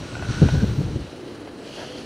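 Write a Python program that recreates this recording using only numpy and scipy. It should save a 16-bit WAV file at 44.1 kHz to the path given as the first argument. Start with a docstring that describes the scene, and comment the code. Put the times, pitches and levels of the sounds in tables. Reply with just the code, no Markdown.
"""At the foot of a wind turbine in an open field, in stereo. Machinery drones in the tower throughout.
A few light knocks sound close by as a gust buffets the microphone for the first second. Meanwhile a
blade swishes overhead, the vortices shed from its edge giving a breathy whistle. The gust dies away,
one more knock sounds at about 1.5 s, and a second blade passes more softly, with a higher whistle.
A gear tone swells near the end."""
import sys
import numpy as np
from scipy import signal
from scipy.fft import rfft, irfft
from scipy.io import wavfile

SR = 44100
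rng = np.random.default_rng(int(sys.argv[2]) if len(sys.argv) > 2 else 0)


def put_to_file(sound):
    """Save the sound as 16-bit audio at rate SR, in the file named by the first command-line argument."""
    columns = np.atleast_2d(sound).T  # one column per channel
    safe = np.clip(columns, -1, 1)
    whole_steps = np.round(safe * 32767)
    wavfile.write(sys.argv[1], SR, whole_steps.astype(np.int16))


N = 90404

# Rise and fall of each swish overhead: (time [s], level [dB])
FIRST_SWISH_LEVEL = [(0, -44), (.23, -43.5), (.31, -37.5), (.5, -37), (.65, -42), (.9, -47), (1.15, -54),
                     (1.4, -65)]
SECOND_SWISH_LEVEL = [(1.45, -92), (1.63, -52.5), (1.75, -42.5), (1.82, -42), (1.92, -46), (1.98, -43.5),
                      (2.05, -49)]
# Each swish, and the lower rush at the second one's crest: (frequency [Hz], relative level [dB])
FIRST_SWISH_SPECTRUM = [(400, -10), (900, 3), (2100, -3), (2900, 0), (3500, -3), (4100, 1), (5050, -8.5),
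                        (5750, -1), (7200, -13.5), (8400, -13), (9800, -20), (10800, -26.5), (15500, -50)]
SECOND_SWISH_SPECTRUM = [(400, -7), (800, -17), (1600, -3.5), (2300, -5), (3050, 2), (3750, -9),
                         (4350, 2.5), (5200, -7), (5900, -5), (7000, -14), (8200, -19), (9600, -16.5),
                         (11500, -23), (13500, -43)]
CREST_SPECTRUM = [(300, -16), (650, 3.5), (1150, -8), (1650, -1), (2200, -21), (5000, -29), (12000, -54)]
# Each blade's edge whistle, and a hiss trailing the first: (time [s], centre [Hz], level [dB])
FIRST_WHISTLE_PATH = [(0, 1400, -66), (.12, 1423, -47.5), (.185, 1450, -48), (.22, 1469, -39.5),
                      (.27, 1415, -43), (.39, 1430, -37.5), (.53, 1558, -42), (.61, 1540, -42),
                      (.69, 1444, -48.5), (1.0, 1408, -61)]
SECOND_WHISTLE_PATH = [(1.55, 2846, -87), (1.68, 2900, -53.5), (1.76, 2996, -45), (1.88, 3084, -47.5),
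                       (1.92, 3160, -51), (1.98, 3255, -46.5), (2.05, 3300, -67)]
TRAILING_HISS_PATH = [(.2, 11000, -90), (.45, 11900, -70), (.6, 13600, -68), (.8, 13900, -67),
                      (.92, 14000, -88)]
# Thin falling whistles ahead of the swishes: (peak time [s], level [dB])
FALLING_WHISTLES = [(.15, -59), (1.65, -63.5)]

# Machinery heard from the foot of the tower: (frequency [Hz], relative level [dB])
DRONE_SPECTRUM = [(20, -25), (55, -20), (100, -12.5), (180, -7.5), (280, 0.5), (420, -3), (560, -7),
                  (750, -12.5), (1000, -18), (1600, -28), (3000, -51)]
# Generator hum: (frequency [Hz], average level [dB])
GENERATOR_TONES = [(100.5, -54), (136, -57), (299.5, -53), (360, -53)]
# Gear tone, swelling late: (time [s], average level [dB])
GEAR_LEVEL = [(0, -65), (1.1, -59), (1.75, -58), (1.87, -39.5), (1.98, -41), (2.05, -50)]

# Gust on the microphone: (time [s], level [dB])
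GUST_LEVEL = [(0, -36.5), (.1, -37.5), (.17, -33.5), (.22, -28), (.33, -28), (.39, -23.5), (.46, -20),
              (.51, -26), (.58, -19.5), (.73, -27), (.85, -24.5), (.93, -28), (1.02, -33), (1.15, -52)]
# The gust's rumble and its eddies' rasp: (frequency [Hz], relative level [dB])
RUMBLE_SPECTRUM = [(20, -27), (60, 3.5), (110, 4.5), (190, -2.5), (300, -11.5), (500, -23.5), (1000, -45),
                   (2500, -63)]
RASP_SPECTRUM = [(150, -10.5), (300, 3), (480, 1), (750, -11.5), (1000, -33), (2000, -52), (5000, -70)]
# Eddies on the microphone: (middle time [s], half-length [s], level [dB], flutter [Hz], rasp [dB])
EDDIES = [(0.301, 0.012, -20, 109.5, -43), (0.43, .014, -8.5, 165, -20), (0.454, 0.011, -20, 185.9, -34.5),
          (0.547, 0.013, -16, 135, -30), (0.634, 0.013, -16, 187.6, -29),
          (0.788, 0.0096, -16.5, 125.8, -41), (0.812, 0.0084, -18.5, 146, -27),
          (0.886, 0.0072, -27, 151, -37), (0.965, 0.0081, -21, 134.4, -35)]

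# Light knocks close by: (time [s], thud drive [dB], ring drive [dB], snap drive [dB])
CLOSE_KNOCKS = [(0.037, -54, -35, -43), (0.153, -34, -19.5, -45), (0.167, -26, -31, -44),
                (.194, -36, -27, -39), (0.224, -27, -25, -34), (0.234, -32, -30, -43),
                (.487, -19, -22, -29.5), (1.475, -31, -46, -41)]
# A knock's dull and bright modes: (frequency [Hz], gain [dB], time to fall 60 dB [s])
THUD_MODES = [(487, -7, 0.027), (680, 1, 0.018), (920, -1, 0.0074)]
RING_MODES = [(1450, -2.5, .032), (1530, -5, 0.013), (2500, -8, 0.0089)]
# Snap of a knock's contact: (frequency [Hz], relative level [dB])
SNAP_SPECTRUM = [(300, -14), (700, -1), (1200, -5), (2600, -5.5), (4000, -18), (7000, -35), (15000, -51)]

# Steady air in the background: (frequency [Hz], relative level [dB])
AIR_SPECTRUM = [(530, -51), (900, -10.5), (1200, -4), (1450, -6), (1610, -2.5), (1840, -4.5), (2050, -7),
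                (2220, -7), (3030, -4.5), (3630, -12), (3890, -5.5), (6350, -17.5), (8340, -22.5),
                (9630, -18), (11900, -34), (15500, -55)]
# Side level of the noise against its mid, uneven across the spectrum: (frequency [Hz], side minus mid [dB])
STEREO_WIDTH = [(40, -38), (250, -42.5), (1200, -26), (2800, -34.5), (4200, -18), (8000, -30.5),
                (15000, -23)]


def blades():
    """Two blades sweep through the air overhead; the second swish has a lower rush at its crest."""
    first = envelope(FIRST_SWISH_LEVEL) * turbulence(FIRST_SWISH_SPECTRUM, flicker_db=.7, rate_hz=27)
    second = envelope(SECOND_SWISH_LEVEL) * turbulence(SECOND_SWISH_SPECTRUM, flicker_db=1, rate_hz=29)
    rush = from_db(-38) * turbulence(CREST_SPECTRUM, flicker_db=4.5, rate_hz=9.3)
    return first + second + swell(peak_s=1.81, half_length_s=.047) * rush


def edge_whistles(fall_hz_per_s=5500):
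    """Breathy whistles ride on the swishes overhead, and a thin falling one leads each blade in."""
    out = whistle(*in_time(FIRST_WHISTLE_PATH), width_hz=200)
    out += whistle(*in_time(SECOND_WHISTLE_PATH), width_hz=610)
    out += whistle(*in_time(TRAILING_HISS_PATH), width_hz=1400)
    for peak_s, db in FALLING_WHISTLES:
        hz = 7800 - fall_hz_per_s * (np.arange(N) / SR - peak_s)
        out += swell(peak_s, half_length_s=.095) * whistle(hz, db, width_hz=480)
    return out


def whistle(hz, db, width_hz):
    """Vortices shed from an edge: a narrow band of noise around a gliding pitch."""
    lowpass = signal.butter(2, width_hz / 2, fs=SR, output="sos")
    in_phase, quadrature = signal.sosfilt(lowpass, rng.standard_normal((2, N)))
    phase = 2 * np.pi * np.cumsum(hz) / SR
    return from_db(db) * unit_rms(in_phase * np.cos(phase) + quadrature * np.sin(phase))


def machinery(gear_hz=501.6, waver_hz=1.57, waver_db=3.5):
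    """The tower drones beside the microphone, with wavering generator and gear tones."""
    tones = 0
    for hz, db in GENERATOR_TONES + [(gear_hz, in_time(GEAR_LEVEL)[0])]:
        gain = from_db(db + waver_db * drift(rate_hz=2))
        tones += gain * tone(hz + waver_hz * drift(rate_hz=7.2))
    return tones + from_db(-38.5) * turbulence(DRONE_SPECTRUM, flicker_db=-1.1, rate_hz=56)


def gust(flutter_spread=.22, skew=.24, rasp_follow_db=3, left_bias_db=1.14):
    """Wind right on the microphone: a lumpy rumble, and eddies that briefly shake the pressure."""
    out = envelope(GUST_LEVEL) * turbulence(RUMBLE_SPECTRUM, flicker_db=1.3, rate_hz=35)
    rasp_noise = turbulence(RASP_SPECTRUM, flicker_db=-.5, rate_hz=78)
    for middle_s, half_length_s, db, flutter_hz, rasp_db in EDDIES:
        swing = tone(flutter_hz * np.exp(flutter_spread * drift(rate_hz=147)))
        pressure = from_db(db) * (swing + skew * (swing ** 2 - 1))
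        rasp = from_db(rasp_db + rasp_follow_db * swing) * rasp_noise  # louder on each push
        out += swell(middle_s, half_length_s, steepness=4) * (pressure + rasp)
    return out * from_db(np.array([[1], [-1]]) * left_bias_db / 2)


def knocks(scatter_db=.4, snap_t60_s=.058, snap_top_hz=4000):
    """Close to the microphone, each contact snaps and rings a dull and a bright group of modes."""
    times, thud_db, ring_db, snap_db = np.transpose(CLOSE_KNOCKS)

    def impulses(db):
        """One impulse a knock, its strength slightly scattered."""
        x = np.full(N, 1e-18)
        x[(times * SR).astype(int)] = from_db(db + scatter_db * rng.standard_normal(len(times)))
        return x

    snap_decay = signal.lfilter([1], [1, -from_db(-60 / (snap_t60_s * SR))], impulses(snap_db))
    snap = snap_decay * turbulence(SNAP_SPECTRUM, flicker_db=0, rate_hz=37)
    out = signal.sosfilt(signal.butter(2, snap_top_hz, fs=SR, output="sos"), snap)
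    for modes, drive_db in ((THUD_MODES, thud_db), (RING_MODES, ring_db)):
        for k, (hz, mode_db, t60) in enumerate(modes):
            radius, angle = from_db(-60 / (t60 * SR)), 2 * np.pi * hz / SR
            resonator = [0, np.sin(angle)], [1, -2 * radius * np.cos(angle), radius ** 2]
            out += (-1) ** k * signal.lfilter(*resonator, impulses(drive_db + mode_db))
    return out


def air():
    """A steady rush of air lies behind everything."""
    return from_db(-48.5) * turbulence(AIR_SPECTRUM, flicker_db=1.64, rate_hz=22)


def turbulence(spectrum, flicker_db, rate_hz):
    """Coloured stereo noise of rms 1 whose octaves flicker partly together, partly alone."""
    hz = np.arange(N // 2 + 1) * SR / N
    mid, side = rfft(rng.standard_normal((2, N))) * from_db(at_hz(spectrum, hz))
    stereo = mid + side * from_db(at_hz(STEREO_WIDTH, hz)) * np.array([[1], [-1]])
    octave = np.log2(np.clip(hz, 32, 16384))
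    together, out = drift(rate_hz), 0
    for k in range(5, 15):
        band = irfft(stereo * np.maximum(1 - abs(octave - k), 0), N)
        out += band * from_db(flicker_db * (together + drift(rate_hz)) / np.sqrt(2))
    return unit_rms(out)


def drift(rate_hz):
    """Random wander of rms 1, mostly slower than the given rate."""
    hz = np.arange(N // 2 + 1) * SR / N
    return unit_rms(irfft(rfft(rng.standard_normal(N)) / (1 + (hz / rate_hz) ** 2), N))


def tone(hz):
    """A sine of rms 1 that follows a pitch."""
    return np.sqrt(2) * np.sin(2 * np.pi * (np.cumsum(hz * np.ones(N)) / SR + rng.random()))


def swell(peak_s, half_length_s, steepness=2):
    """A bell-shaped rise and fall around a moment."""
    return np.exp(-((np.arange(N) / SR - peak_s) / half_length_s) ** steepness)


def envelope(rows):
    """A level curve as gain at every sample."""
    return from_db(in_time(rows)[0])


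def in_time(rows):
    """Each column of a curve at every sample."""
    times, *columns = np.transpose(rows)
    return [np.interp(np.arange(N) / SR, times, column) for column in columns]


def at_hz(spectrum, hz):
    """Read a spectrum on a log-frequency axis."""
    points_hz, db = np.transpose(spectrum)
    return np.interp(np.log(hz + 1e-3), np.log(points_hz), db)


def from_db(db):
    """Decibels to gain."""
    return 10 ** (np.asarray(db) / 20)


def unit_rms(x):
    """Scale to unit power."""
    return x / np.sqrt(np.mean(x ** 2) + 1e-20)


def scene():
    """All that reaches the microphone at the foot of the tower."""
    return machinery() + air() + blades() + edge_whistles() + gust() + knocks()


def record(dry, cutoff_hz=15700):
    """The highest treble is cut steeply."""
    return signal.sosfilt(signal.ellip(12, .1, 80, cutoff_hz, fs=SR, output="sos"), dry)


dry = scene()
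out = record(dry)
put_to_file(out)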